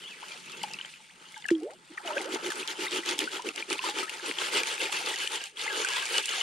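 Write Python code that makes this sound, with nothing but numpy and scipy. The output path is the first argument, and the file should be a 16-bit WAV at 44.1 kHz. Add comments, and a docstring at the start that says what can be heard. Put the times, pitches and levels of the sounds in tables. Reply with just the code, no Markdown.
"""Outdoors in shallow water, close under a small camera with two microphone ports: a steel scoop of sand.
First a bird whistles (gliding sines) in the quiet air (shaped noise), over trickles, plops and pebble ticks.
At 1.5 s trapped air gulps (fading, gliding sines) as the scoop goes under. From 2 s it is shaken to the end:
each stroke slides sand along the perforated shell (grainy noise through resonances) among bubbles (dying
sines) and ticks (noise bursts). From 3.5 s the shell empties fast: its drum rises and bare steel pings."""
import sys
import numpy as np
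from scipy import signal
from scipy.fft import rfft, irfft, next_fast_len
from scipy.io import wavfile

SR = 44100
rng = np.random.default_rng(int(sys.argv[2]) if len(sys.argv) > 2 else 0)


def wav_out(sig):
    """Save sig, one row per channel (or a flat mono array), as 16-bit PCM at SR to the path in sys.argv[1]."""
    wavfile.write(sys.argv[1], SR, np.round(np.clip(np.atleast_2d(sig).T, -1, 1) * 32767).astype(np.int16))


N = 283122
T = np.arange(N) / SR  # s
BINS = np.fft.rfftfreq(next_fast_len(N + SR // 4, real=True) // 2 * 2, 1 / SR)  # Hz, with room for tails


def undb(db):
    """Gain of a level in dB."""
    return 10 ** (np.asarray(db) / 20)


def unit(x):
    """Scale to rms 1."""
    return x / np.sqrt(np.mean(x ** 2))


def over_time(table):
    """Read a (start_s, value) table at every sample."""
    return np.interp(T, *np.transpose(table))


def along(table):
    """Read a (pitch_hz, value) table at every frequency bin."""
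    hz, value = np.transpose(table)
    return np.interp(np.log(BINS + 1), np.log(hz + 1), value)


def shape(x, response):
    """Apply a frequency response given at every bin."""
    size = 2 * len(BINS) - 2
    return irfft(rfft(x, size) * response, size)[..., :N]


def add(out, s, x, pan_db):
    """Lay a short sound into both channels, pan_db louder on the left than on the right."""
    i = int(s * SR)
    x = x[..., :N - i]
    out[:, i:i + x.shape[-1]] += x * undb(np.array([[pan_db / 2], [-pan_db / 2]]))


def flicker(per_s, depth_db):
    """A gain that wanders: random levels joined by straight lines in dB."""
    knots = rng.standard_normal(int(T[-1] * per_s) + 2)
    return undb(depth_db * np.interp(T * per_s, np.arange(len(knots)), knots))


def decaying(knocks, tail_s):
    """Give each knock an exponential tail that falls to 1/e in tail_s."""
    return signal.lfilter([1], [1, -np.exp(-1 / (tail_s * SR))], knocks)


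# colour of the open air: pitch_hz [Hz], level_db [dB per Hz, relative]
AIR_COLOUR = [(15, -43), (25, 4), (91, -43), (223, 1), (437, 1), (1070, -41.5), (1360, 1), (1510, -22),
              (2460, -40), (8760, 22), (15900, -40)]


def air():
    """The quiet outdoor hush: noise with a fixed colour, as two unrelated streams."""
    return undb(-68) * unit(shape(rng.standard_normal((2, N)), undb(along(AIR_COLOUR))))


def tones(tracks):
    """Sines that follow (start_s, pitch_hz, level_db) tracks."""
    out = np.zeros(N)
    for s, hz, db in map(np.transpose, tracks):
        on = (T >= s[0]) & (T < s[-1])
        phase = 2 * np.pi * np.cumsum(np.interp(T[on], s, hz)) / SR
        out[on] += np.sqrt(2) * undb(np.interp(T[on], s, db)) * np.sin(phase)
    return out


# bird whistles, one track each: start_s [s], pitch_hz [Hz], level_db [dB rms]
WHISTLES = [
    [(.022, 3140, -56), (.03, 3140, -47), (.05, 2875, -44), (.068, 3200, -46), (.082, 3480, -42),
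     (.105, 2610, -51), (.122, 2630, -43), (.135, 2300, -52), (.15, 2220, -50)],
    [(.308, 2400, -62), (.315, 2410, -42), (.335, 2370, -51), (.345, 2300, -62)],
    [(.47, 2400, -54), (.478, 2570, -48), (.495, 3250, -52), (.507, 3650, -51), (.52, 2950, -50),
     (.535, 2640, -45), (.55, 2670, -44), (.56, 2800, -60)],
    [(.6, 3020, -56), (.61, 2990, -47), (.62, 2800, -56)],
    [(.705, 2620, -54), (.715, 2710, -44), (.728, 3020, -53), (.735, 3020, -61)],
    [(.655, 2350, -58), (.665, 2400, -48), (.68, 2450, -56)],
]


def bird():
    """Gliding whistles with a faint smear of echoes from the banks: noise that dies exponentially."""
    call, t = tones(WHISTLES), np.arange(int(.25 * SR)) / SR
    echo = rng.standard_normal((2, len(t))) * np.exp(-t / .06)
    out = np.array([call, call])
    add(out, .01, undb(-40) * signal.fftconvolve(call[None, :SR], echo, axes=1), 0)
    return out


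# air pockets that gulp as they open: start_s [s], length_s [s], first_pitch_hz [Hz], last_pitch_hz [Hz],
# level_db [dB rms before the fade], fade_db [dB over the length], attack_s [s]
POCKETS = [(1.5105, 0.11, 363.5, 302, -16, -31.5, 0.0036), (1.617, 0.062, 304, 513, -33, -8, 0.012),
           (1.689, 0.062, 460, 690, -47.5, -14, 0.014), (1.618, 0.11, 400, 1466, -37.5, -24.5, 0.0061),
           (1.66, 0.044, 555, 690, -38.5, -13, 0.012), (1.706, 0.035, 692, 900, -50, -3, .018),
           (1.6, 0.041, 674, 877, -52.5, -6, 0.016), (1.892, 0.026, 374, 305, -44.5, -4, 0.024),
           (1.92, 0.028, 330, 370, -51.5, -7, 0.0099), (.226, 0.019, 793, 1780, -40.5, -5, 0.0042),
           (1.088, 0.025, 1300, 3620, -52.5, 4, .012), (1.362, 0.044, 1000, 808, -42.5, -27, 0.011),
           (1.972, 0.0132, 1080, 1650, -36.5, -1.5, 0.007), (1.974, .012, 2700, 2250, -41, -6, .005),
           (1.975, 0.013, 2390, 1690, -30.5, -20, 0.0054), (2.16, 0.028, 503, 640, -30, -12, .01),
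           (2.163, 0.017, 1450, 1780, -27, -9, 0.0066), (4.952, 0.05, 2880, 2560, -46, 3, .01),
           (5.923, 0.049, 1670, 1660, -36, -6, 0.0051)]
RISE_BEND, FALL_BEND = 1.3, 0.45  # upward glides speed up, downward ones settle early
CLOSE_S = 0.0019  # ending time


def gulps():
    """Each pocket sounds a sine that starts, fades and glides as the pocket changes size."""
    out, wobble = np.zeros((2, N)), flicker(70, 0.84)
    for s, length, first_hz, last_hz, db, fade_db, attack in POCKETS:
        t = np.arange(int(length * SR)) / SR
        bend = RISE_BEND if last_hz > first_hz else FALL_BEND
        hz = first_hz * (last_hz / first_hz) ** ((t / length) ** bend)
        opening = np.sin(np.minimum(t / attack, 1) * np.pi / 2) ** 2
        closing = np.minimum((length - t) / CLOSE_S, 1)
        level = np.sqrt(2) * undb(db + fade_db * np.maximum(t - attack, 0) / length) * opening * closing
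        level = level * wobble[int(s * SR):][:len(t)] ** (t / length)  # the pocket sputters more and more
        add(out, s, level * np.sin(2 * np.pi * np.cumsum(hz) / SR), 0)
    return out


def plop(hz, t60, glide):
    """A pinched-off bubble: a dying sine whose pitch glides near the surface; fast gliders swell first."""
    t = np.arange(int(t60 * SR) + 2) / SR
    gliding_hz = np.minimum(hz * 2 ** (glide * t / .01), 12000)
    swell = np.minimum(t / (0.00011 + 0.026 * abs(glide)), 1)
    return np.sin(2 * np.pi * np.cumsum(gliding_hz) / SR) * 1000 ** (-t / t60) * swell


# clear bubbles: start_s [s], level_db [dB, peak before decay and swell], pitch_hz [Hz],
# pan_db [dB, left minus right], t60_s [s to fade 60 dB, at least 0.004], glide [octaves per 10 ms]
PLOPS = [(0.23, -27, 2640, 1.1, 0.0062, 0.01), (0.283, -36, 2980, -2, 0.016, 0.01),
         (0.318, -26.5, 3200, 6, 0.016, 0.09), (0.615, -29.5, 2140, -1.0, 0.023, -0.056),
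         (0.6357, -21.5, 2900, 2, 0.014, 0.01), (0.637, -21, 892, 1, 0.047, -0.088),
         (0.676, -42, 833, 2.7, 0.067, 0.01), (0.704, -41, 840, -1.3, 0.086, 0.04),
         (0.736, -28, 5070, 6.4, 0.011, 0.01), (0.7407, -20.5, 2600, 0.9, 0.017, 0.077),
         (0.788, -25, 2860, 2.6, 0.018, 0.01), (0.8, -36, 1560.0, 1, 0.031, 0.01),
         (0.812, -22, 3040, 1, 0.015, 0.01), (0.8475, -26.5, 3080, 2.5, 0.019, 0.083),
         (0.939, -32, 2540.0, -1.5, 0.014, 0.01), (1.343, -31.5, 2140, 1, 0.018, 0.0026),
         (1.36, -37, 3480, 7, 0.011, 0.01), (1.363, -36, 1570, 4, 0.043, 0.065),
         (1.423, -37, 3500, 7, 0.015, 0.01), (1.44, -32, 3070, -1.5, 0.03, -0.15),
         (1.4436, -31, 2020, -6, 0.024, 0.01), (1.454, -23.5, 1740, 9, 0.034, -0.047),
         (1.4868, -23, 2710, 4, 0.03, 0.01), (1.489, -16.5, 1660, 14.5, 0.015, -0.077),
         (1.504, -17.5, 1890, 0.1, 0.0067, 0.01), (1.5517, -32.5, 3250, 3, 0.022, 0.01),
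         (1.702, -42, 1970, -1, 0.015, 0.01), (1.706, -42, 1400, 2, 0.03, 0.05),
         (1.45, -43, 810, 0.5, 0.04, -0.15), (2.0, -42, 746, -9, 0.1, 0.2),
         (2.05, -35.5, 715, 0, 0.25, -0.041), (2.075, -29, 926, 0.7, 0.055, -0.12),
         (2.076, -23, 2930, -2, 0.022, 0.01), (2.085, -36.5, 626, -5, 0.41, -0.02),
         (2.101, -25.5, 856, -3, 0.097, 0.1), (2.107, -27, 1290, 6, 0.046, 0.076),
         (2.12, -34.5, 580, -2.8, 0.25, 0.059), (2.13, -17, 2550, 0.6, 0.023, 0.41),
         (2.17, -24, 1480, 7, 0.027, 0.0028), (2.181, -15, 2520, 1, 0.0089, 0.01),
         (2.2, -29.5, 855, 2, 0.072, -0.11), (2.208, -24.5, 2100, -2.0, 0.015, 0.01),
         (2.253, -30.5, 475, -6, 0.14, 0.16), (2.36, -28, 884, 8, 0.044, -0.00045),
         (2.504, -24, 1760, -1, 0.037, -0.049), (2.519, -25, 1520, -4, 0.026, 0.01),
         (2.629, -24.5, 2550.0, 0, 0.023, 0.01), (2.649, -30, 910, -5, 0.034, 0.27),
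         (2.682, -18, 3120, -2, 0.0093, 0.01), (2.866, -16.5, 1890, 2, 0.031, 0.21),
         (2.886, -34, 960, 4.4, 0.032, 0.2), (3.288, -34, 1700, 2.5, 0.04, 0.3),
         (2.882, -26, 3750, 1.6, 0.02, 0.01), (3.034, -31, 1970, 3, 0.039, 0.01),
         (3.1905, -9, 3270, -2, 0.0062, 0.01), (3.202, -16, 2900, -0.5, 0.016, 0.077),
         (3.217, -27.3, 1870, 7, 0.017, 0.01), (3.275, -20, 1430, 3.5, 0.039, 0.1),
         (3.394, -26.5, 937, -1, 0.06, 0.072), (3.489, -19.5, 2670, -6, 0.016, 0.01),
         (3.579, -24.5, 2900, 8, 0.018, 0.01), (3.625, -21, 2380, 4, 0.022, 0.01),
         (3.7177, -18, 2500.0, -7, 0.012, 0.01), (3.728, -22, 2200.0, 9, 0.0098, 0.01),
         (3.792, -30.5, 990, -3.5, 0.074, 0.06), (3.792, -16, 2670, -4.5, 0.011, 0.01),
         (3.839, -23, 967, -2.7, 0.069, 0.069), (3.889, -33, 817, -2, 0.18, 0.012),
         (4.03, -28, 1290, 8.5, 0.083, -0.0045), (4.078, -24.5, 1640, 7, 0.033, 0.25),
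         (4.095, -16.5, 2870, 4, 0.0052, 0.01), (4.3129, -9.5, 2260, 4, 0.0033, 0.01),
         (4.386, -15.5, 3150, 5.6, 0.012, 0.01), (4.634, -12.5, 2360, 0.1, 0.013, -0.036),
         (4.78, -21, 2500, 4.2, 0.011, 0.01), (4.818, -25, 2110, 11, 0.025, 0.01),
         (4.889, -32.5, 723, -3, 0.1, 0.21), (4.923, -25, 3220, -2, 0.018, 0.01),
         (5.14, -15.5, 1910.0, 2, 0.014, 0.085), (5.274, -15, 3000, 6, 0.011, 0.01),
         (5.5712, -28, 3300, 2.0, 0.019, 0.01), (5.668, -27, 1740, 1.5, 0.02, 0.024),
         (5.995, -25, 3250, 1.5, 0.015, -0.013), (6.046, -29, 1600, -1.5, 0.02, -0.0028),
         (4.196, -33, 1590, 0.3, 0.03, 0.027), (3.864, -29, 1260, 3, 0.12, -0.026),
         (5.678, -20.5, 2060, 3.6, 0.041, 0.01), (5.699, -29.5, 1710, 1.7, 0.3, -0.04),
         (5.846, -15.5, 1586, -2, 0.04, -0.11), (5.87, -24, 2430, -3, 0.025, 0.01),
         (5.886, -25, 1540, 1, 0.026, 0.01), (5.964, -25.5, 927, -1.6, 0.054, 0.13),
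         (6.025, -24.5, 1620, -5, 0.055, -0.022), (6.068, -20.5, 2270, -0.8, 0.021, 0.11),
         (6.183, -7.5, 2970, 1.2, 0.0088, 0.01), (6.411, -17, 3040, 2, 0.03, 0.01)]
CHIRP_DB, CHIRP_CYCLES = 1, 66  # larger bubbles: loudest level above the scrape, cycles to fade by 60 dB


def bubbles():
    """The clear plops, and a dense swarm of droplets and small bubbles that follows the stirring."""
    out, stir = np.zeros((2, N)), slide(trickle(), 0)
    for s, db, hz, pan_db, t60, glide in PLOPS:
        add(out, s, undb(db) * plop(hz, max(t60, .004), glide), pan_db)
    for when, size, loud, side, rise in rng.random((2000, 5)):
        hz = 650 * 2 ** (3.9 * size)
        db = 1.7 + 6.5 * loud ** 2 - 8.74 * abs(np.log2(hz / 2900))  # strongest near 2900 Hz
        drop = plop(hz, 60 / hz ** 0.92, 0.435 * (rise - .25))
        add(out, when * T[-1], stir[int(when * N)] * undb(db) * drop, 8 * (side - .4))
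    for when, size, loud, side, rise in rng.random((120, 5)):
        hz = 700 * 2 ** (2.2 * size)
        chirp = plop(hz, CHIRP_CYCLES / hz, 0.16 * (rise - .2))
        add(out, when * T[-1], stir[int(when * N)] * undb(CHIRP_DB - 6.3 * loud) * chirp, 8 * (side - .4))
    return out


# pebbles on the steel: start_s [s], level_db [dB peak before panning], pan_db [dB, left minus right],
# brightness_hz [Hz], thrown_db [dB, thrown sand above the tick]
PEBBLES = [(0.284, -29, -14, 4700, -27), (0.3755, -35, -8, 5150, -16), (0.4594, -34, -0.5, 7770, -18),
           (0.5196, -26.5, -2, 6200, -20), (0.632, -18, 2, 9140, -16), (0.7353, -24.5, 1, 5600, -32),
           (0.8579, -33, -2.5, 4840, -15), (1.322, -35, -10, 9500, -23), (1.3778, -34, -8, 6030, -24),
           (1.463, -27, -2, 7870, -39), (1.485, -20.5, 0, 8020, -20), (1.506, -33, 2.5, 6660, -3),
           (1.6018, -40.5, -4, 4640, -24), (1.6326, -37, 0, 7250, -14), (1.707, -44, -1, 6940, -4.5),
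           (1.735, -41, -0.5, 4630, -25), (1.8547, -55, -4, 8560, -21), (1.9734, -39.5, -2, 4580, -8),
           (2.0597, -34, -5, 6770, -3), (2.075, -28, -3, 4750, -28), (2.215, -28, -2, 4770, -7),
           (2.244, -28, 0, 4810, -18), (2.3464, -19, 1, 4860, -27), (2.503, -22.5, -4, 8300, -8),
           (2.5197, -26.5, 3, 7980, -15), (2.6555, -41, 1.0, 4820, -26), (2.676, -17.5, -2, 4680, -28),
           (2.9098, -23, -2, 4780, -20), (3.0604, -21, 0.5, 4900, -14), (3.089, -25, 3, 9060, -0.5),
           (3.1901, -8.5, 1, 8950, -31), (3.2045, -25.5, -3.5, 4620, -4), (3.421, -27, -6, 4560, -20),
           (3.4886, -21, -12, 4800, -25), (3.5603, -20.5, -4, 5710, -33), (3.7011, -18.5, -3, 4530, -18),
           (3.7286, -20, -4, 5320, -11), (3.78, -31, 0.0, 5640, -5.5), (3.9862, -23, -3, 4540, -5),
           (4.0949, -25.5, 6, 5170, -7.5), (4.6333, -17.5, -4, 4600, -16), (4.9246, -26, -3, 6800, -0.5),
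           (5.0604, -32, -1.5, 4500, -18), (5.1595, -19.5, -1, 5000, -16), (5.2758, -23, -3, 6600, -27),
           (5.3582, -18.5, 0, 7750, -28), (5.439, -21.5, -5, 6650, -23), (5.5702, -39, 6, 4540, -20),
           (5.728, -24, -1, 4640, -24), (5.8477, -13.5, -1, 4730, -21), (5.887, -17, 2, 4570, -27),
           (6.0548, -19.5, 2, 5220, -13), (6.1809, -10.5, 1, 5200, -31), (6.2572, -15, -1, 7490, -33),
           (6.2917, -19, 1, 4730, -12)]


def ticks():
    """A pebble strikes: a burst of a millisecond or two, coloured round its own brightness."""
    out, t = np.zeros((2, N)), np.arange(400) / SR
    for s, db, pan_db, hz, _ in PEBBLES:
        burst = rng.standard_normal((2, len(t)))
        band = signal.butter(1, [hz / 1.6, min(hz * 1.6, 20000)], "band", fs=SR)
        # the first stream reaches both channels, so they are partly alike
        crack = signal.lfilter(*band, (burst[0] + 2.0 * burst) * np.exp(-t / 0.0018))
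        add(out, s, undb(db) * crack / np.abs(crack).max(), pan_db)
    return out


def spray():
    """Loudness of the sand thrown after each tick: it starts at once and dies in hundredths of a second."""
    kick = np.zeros(N)
    for s, db, _, _, thrown_db in PEBBLES:
        kick[int(s * SR)] = undb(db + thrown_db)
    return decaying(kick, 0.011)


# the scoop fills until 3.5 s, then empties: start_s [s], share of sand in it [0 to 1]
SAND_SHARE = [(0, 0.65), (2, 0.9), (3.5, 0.94), (5, 0.26), (6.4, 0.047)]


def load():
    """Share of sand in the scoop: it damps the steel and lowers its drum."""
    return np.clip(over_time(SAND_SHARE), 0, 1)


def ring(x, modes, patchy_db):
    """Twice-applied resonances (steep skirts); each resonance wavers in level at random."""
    out = 0
    for k, (hz, width, db) in enumerate(modes):
        # each pass is wider, so that both together have the listed width
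        section = np.hstack(signal.iirpeak(hz, hz / (1.55 * width), fs=SR))
        rung = signal.sosfilt([section, section], x)
        out = out + (-1) ** k * undb(db) * flicker(45, patchy_db) * rung
    return out


# resonances of the bare steel: pitch_hz [Hz], width_hz [Hz], level_db [dB, relative]
BARE_STEEL = [(1623, 41, -6.5), (2710, 60, -7), (2942, 53, -3.5), (3200, 150, -16.5)]
# loudest shell chips on the bare steel: start_s [s], level_db [dB, knock before the ring],
# pan_db [dB, left minus right]
SHELL_CHIPS = [(4.802, -22, -2), (5.163, -26, -0.6), (5.2172, -24, 2), (5.406, -25.5, -2), (5.434, -25, -3),
               (5.638, -25.5, 0), (5.8278, -27, 4), (5.8676, -24, 0.1), (5.91, -32, -2.2),
               (5.9924, -25, 1.5), (6.013, -24, 5), (6.141, -19, -1), (6.164, -19, -2.2),
               (6.238, -25.5, -3), (6.2803, -22, -3), (6.3387, -25.5, 6)]
CHIPS_PER_S, CHIP_DB = 33, -6.5  # smaller chips: mean rate, middle knock above the scrape on the empty shell


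def pings():
    """Single knocks on the bare wall, ringing for a few hundredths of a second."""
    knocks = np.zeros((2, N))
    for s, db, pan_db in SHELL_CHIPS:
        add(knocks, s, undb([db]), pan_db)
    small = (rng.random(N) < CHIPS_PER_S / SR) * undb(CHIP_DB + 2.5 * rng.standard_normal(N))
    small = small * (1 - load()) * slide(trickle(), 0)
    return undb(40.0) * ring(knocks + small, BARE_STEEL, patchy_db=5.0)


# sand and water trickling between the strokes: start_s [s], scrape_db [dB],
# drum_db [dB above the scrape], wall_db [dB above the scrape]
TRICKLING = [(0, -49.5, -12.5, -4.5), (.2, -49.5, -11, -7), (.3, -45, -18, -2.5), (.42, -48.5, -14, -6),
             (.6, -46, -6.5, -5.5), (.88, -49.5, -22, -8.5), (1.12, -58, -21, -8), (1.22, -56, -4.5, 1.5),
             (1.38, -50, -28, -12), (1.47, -56, -12, -5), (1.56, -58.5, 8, -1), (1.8, -62, -5.5, 0),
             (1.93, -54.5, -18, -2.5), (2.1, -55, 0, 16), (2.3, -47, 4, 4.5), (2.45, -46, -20, 2.2),
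             (3.2, -45.5, -7, -6.5), (3.6, -51, -15, -5.5), (4.0, -45.5, -15, -3.5), (4.65, -41, -15, -3.5),
             (5.35, -43, -12, -15), (5.47, -44.5, -25, -25), (5.53, -61.5, -3, -5), (5.7, -41, -12, 0),
             (6.42, -35.5, -23, -23)]


def trickle(column=1):
    """Level of the sand and water between strokes: one column of the trickling table at every sample."""
    return np.interp(T, np.transpose(TRICKLING)[0], np.transpose(TRICKLING)[column])


# shaking strokes: fastest_s [s], rise_s [s], fall_s [s], scrape_db [dB], drum_db [dB above the scrape]
SHAKES = [(2.089, 0.071, 0.076, -41, -4.5), (2.181, 0.048, 0.095, -41.5, 1), (2.349, 0.07, 0.035, -35, 0),
          (2.463, 0.052, 0.049, -35, 2.5), (2.602, 0.08, 0.049, -38, 1.5),
          (2.695, 0.026, 0.058, -34, -11.5), (2.833, 0.07, .065, -32.5, -5.5),
          (2.952, 0.062, 0.077, -32, -2.5), (3.101, 0.065, 0.076, -32, -6.5),
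          (3.211, 0.033, 0.077, -35, 2.5), (3.352, .06, 0.06, -35, -6.5), (3.474, 0.044, 0.054, -39, 5.5),
          (3.592, 0.051, 0.054, -38, -4.5), (3.721, 0.049, 0.075, -35.5, -2.5),
          (3.865, 0.066, 0.077, -32, -10), (3.995, 0.082, 0.072, -34.5, -3),
          (4.149, 0.067, 0.058, -44.5, -4), (4.268, 0.056, 0.081, -35, -2), (4.45, 0.11, 0.077, -31, -13.5),
          (4.571, 0.077, 0.08, -27.5, -7), (4.707, 0.094, 0.1, -33.5, -14.5),
          (4.832, 0.056, 0.081, -30.5, -7.5), (4.955, 0.056, 0.12, -31.5, -15.5),
          (5.086, 0.063, 0.081, -32, -9), (5.222, 0.072, 0.079, -34.5, -15),
          (5.345, 0.062, 0.063, -32.5, -11), (5.415, 0.029, 0.02, -40, -17), (5.46, 0.03, .025, -43.5, -28),
          (5.627, 0.078, 0.1, -35, -15.5), (5.786, 0.1, .085, -31.5, -6), (5.96, 0.17, 0.14, -33, -18.5),
          (6.176, 0.13, 0.055, -30, -11.5), (6.31, 0.047, 0.16, -33, -20), (6.415, 0.073, .05, -34.5, -23)]
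SWELL_POWER = 1.55  # loudness grows as sliding speed to this power


def slide(trickle_db, stroke_db):
    """Loudness of one layer: each stroke swells over the trickle, with narrow lulls where the scoop turns."""
    power = undb(trickle_db) ** 2
    for (s, rise, fall, db, _), extra_db in zip(SHAKES, np.broadcast_to(stroke_db, len(SHAKES))):
        near = slice(int((s - rise) * SR), int((s + fall) * SR))
        # the arm swings to and fro
        speed = np.sin(np.interp(T[near], [s - rise, s, s + fall], [0, np.pi / 2, np.pi]))
        power[near] += (undb(db + extra_db) * np.abs(speed) ** SWELL_POWER) ** 2
    return np.sqrt(power)


def grit(per_s, spread_db, tail_s, bed):
    """Loudness of grain contacts: random knocks of uneven size with short tails, over a fine bed."""
    knocks = (rng.random(N) < per_s / SR) * undb(spread_db * rng.exponential(size=N)) ** 2
    power = decaying(knocks, tail_s)
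    return np.sqrt(bed + power / power.mean())


# shell resonances by the layer that drives them: pitch_hz [Hz], width_hz [Hz], level_db [dB within the layer]
# drum of the sand-filled shell, drum of the emptier shell, low thud, wall, scrape of grains, hiss of fine grains
DRUM_FULL = [(362.6, 83, 3.5), (259, 163, -26)]
DRUM_LIGHT = [(466, 82, -2.5), (365, 87, -6.5)]
LOW_THUD = [(173, 76, 0)]
SHELL_WALL = [(550, 135, -6), (874, 86, 1), (1154, 203, -7.5), (1315, 164, 3.5), (1550, 580, -4.5)]
GRAIN_SCRAPE = [(2066, 430, -2.5), (2660, 506, 1), (2902, 490, 4), (3400, 890, -3.5)]
FINE_HISS = [(4370, 910, -2), (5870, 2000, -9.5), (6870, 1020, -2.5), (7370, 650, -3), (9030, 2350, -6),
             (11000, 2500, -9), (13540, 1800, -8)]
# low thud outside the strokes: start_s [s], level_db [dB]
LOW_RUMBLE = [(0, -61), (.25, -66), (.65, -54.5), (.9, -65), (1.1, -69), (1.45, -66), (2, -67.5),
              (3.3, -66), (6.42, -73)]
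STROKE_WALL_DB, STROKE_HISS_DB, STROKE_THUD_DB = -5.5, -3.5, -32.5  # above the scrape; wall at a -6 dB drum
WALL_PER_DRUM = 0.17  # strokes that beat the drum harder also ring the wall more (dB per dB)
# hiss above a -47 dB scrape, and its change per dB: steady background hiss shows more when the trickle is faint
TRICKLE_HISS_DB, HISS_PER_DB = -2.5, -0.0259


def sand():
    """Grains knock along the shell; coarse lumps beat its drum, fine ones scrape and hiss (two streams)."""
    base_db, stroke_drum_db = trickle(), np.transpose(SHAKES)[4]
    stroke_wall_db = STROKE_WALL_DB + WALL_PER_DRUM * (stroke_drum_db + 6)
    hiss_db = base_db + TRICKLE_HISS_DB + HISS_PER_DB * (base_db + 47)
    drum = slide(base_db + trickle(column=2), stroke_drum_db)
    thud = slide(over_time(LOW_RUMBLE), STROKE_THUD_DB)
    wall = slide(base_db + trickle(column=3), stroke_wall_db)
    scrape = slide(base_db, 0)
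    hiss = slide(hiss_db, STROKE_HISS_DB)
    coarse = grit(per_s=70, spread_db=1.5, tail_s=0.0044, bed=1.0)
    medium = grit(per_s=330, spread_db=2.5, tail_s=0.001, bed=1.0)
    fine = grit(per_s=540, spread_db=2.0, tail_s=0.0014, bed=0.68)
    full, thrown = load(), spray()
    # sand damps the steel: the barer the shell, the higher its drum and the clearer its ring
    layers = [  # resonances, loudness, grain, gain, share of the thrown sand
        (DRUM_FULL, drum, coarse, np.sqrt(full), 0),
        (DRUM_LIGHT, drum, coarse, np.sqrt(1 - full), 0),
        (LOW_THUD, thud, coarse, 1, 0),
        (SHELL_WALL, wall, medium, 1, .4),
        (GRAIN_SCRAPE, scrape, np.sqrt(medium * fine), .8, 1),
        (BARE_STEEL, scrape, medium, 0.32 * (1 - full), .6),
        (FINE_HISS, hiss, fine, 1, .7)]
    out = 0
    for modes, loudness, grain, gain, throw in layers:
        patchy_db = min(2.2, 0.0045 * modes[0][0])  # low layers waver less
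        rung = unit(ring(grain * rng.standard_normal((2, N)), modes, patchy_db))
        out = out + gain * np.hypot(loudness, throw * thrown) * rung
    return out


# likeness of a spread source at the two microphone ports: pitch_hz [Hz], share in common [0 to 1]
PORT_LIKENESS = [(60, .2), (130, 0.31), (200, 0.64), (290, 0.99), (450, 0.95), (700, 0.57), (1000, 0.67),
                 (1400, 0.28), (2200, 0.72), (3100, 0.95), (4500, 0.68), (6800, 0.15), (15000, 0.11)]


def pair(first, second):
    """Blend two unrelated sounds into a pair as alike as the ports hear a spread source."""
    like = np.clip(along(PORT_LIKENESS), 0, 1)
    mid = shape(first, np.sqrt((1 + like) / 2))
    side = shape(second, np.sqrt((1 - like) / 2))
    return np.array([mid + side, mid - side])


# lead of the left port: pitch_hz [Hz], lead [turns of phase]
PORT_LEAD = [(500, 0), (860, .08), (1290, .33), (1550, .8), (2240, .88), (2600, 1), (6000, 1), (8000, 1.15),
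             (11000, 1.3), (13000, 1)]
# balance of the ports: pitch_hz [Hz], pan_db [dB, left minus right]
PORT_TILT = [(100, -0.5), (400, -1.5), (1290, 2), (2400, 0), (4400, 2), (8100, -2), (15000, 0.5)]


def scene():
    """Everything reaches the two ports with a lead and a balance that change with pitch."""
    spread = pair(*(air() + sand()))
    near = spread + bird() + gulps() + bubbles() + ticks() + pings()
    turn = np.exp(1j * np.pi * along(PORT_LEAD)) * undb(along(PORT_TILT) / 2)
    return shape(near, np.array([turn, 1 / turn]))


# treble loss of the microphone cover: pitch_hz [Hz], level_db [dB]
COVER_LOSS = [(9500, -0.5), (11500, -12.5), (14000, -15.5), (15800, -20)]
TOP_HZ = 15800


def record(dry):
    """The camera cuts the bass steeply, adds a faint low murmur, dulls the high treble and cuts the top."""
    murmur_band = signal.butter(1, [12, 90], "band", fs=SR)
    murmur = signal.lfilter(*murmur_band, rng.standard_normal(dry.shape))
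    murmur = unit(murmur + 0.15 * murmur[::-1])  # each port shares a little of the other
    sound = signal.sosfilt(signal.butter(8, 135, "high", fs=SR, output="sos"), dry)
    sound = shape(sound + undb(-79.5) * murmur, undb(along(COVER_LOSS)))
    return signal.sosfilt(signal.ellip(10, .2, 80, TOP_HZ, fs=SR, output="sos"), sound)


dry = scene()
out = record(dry)
wav_out(out)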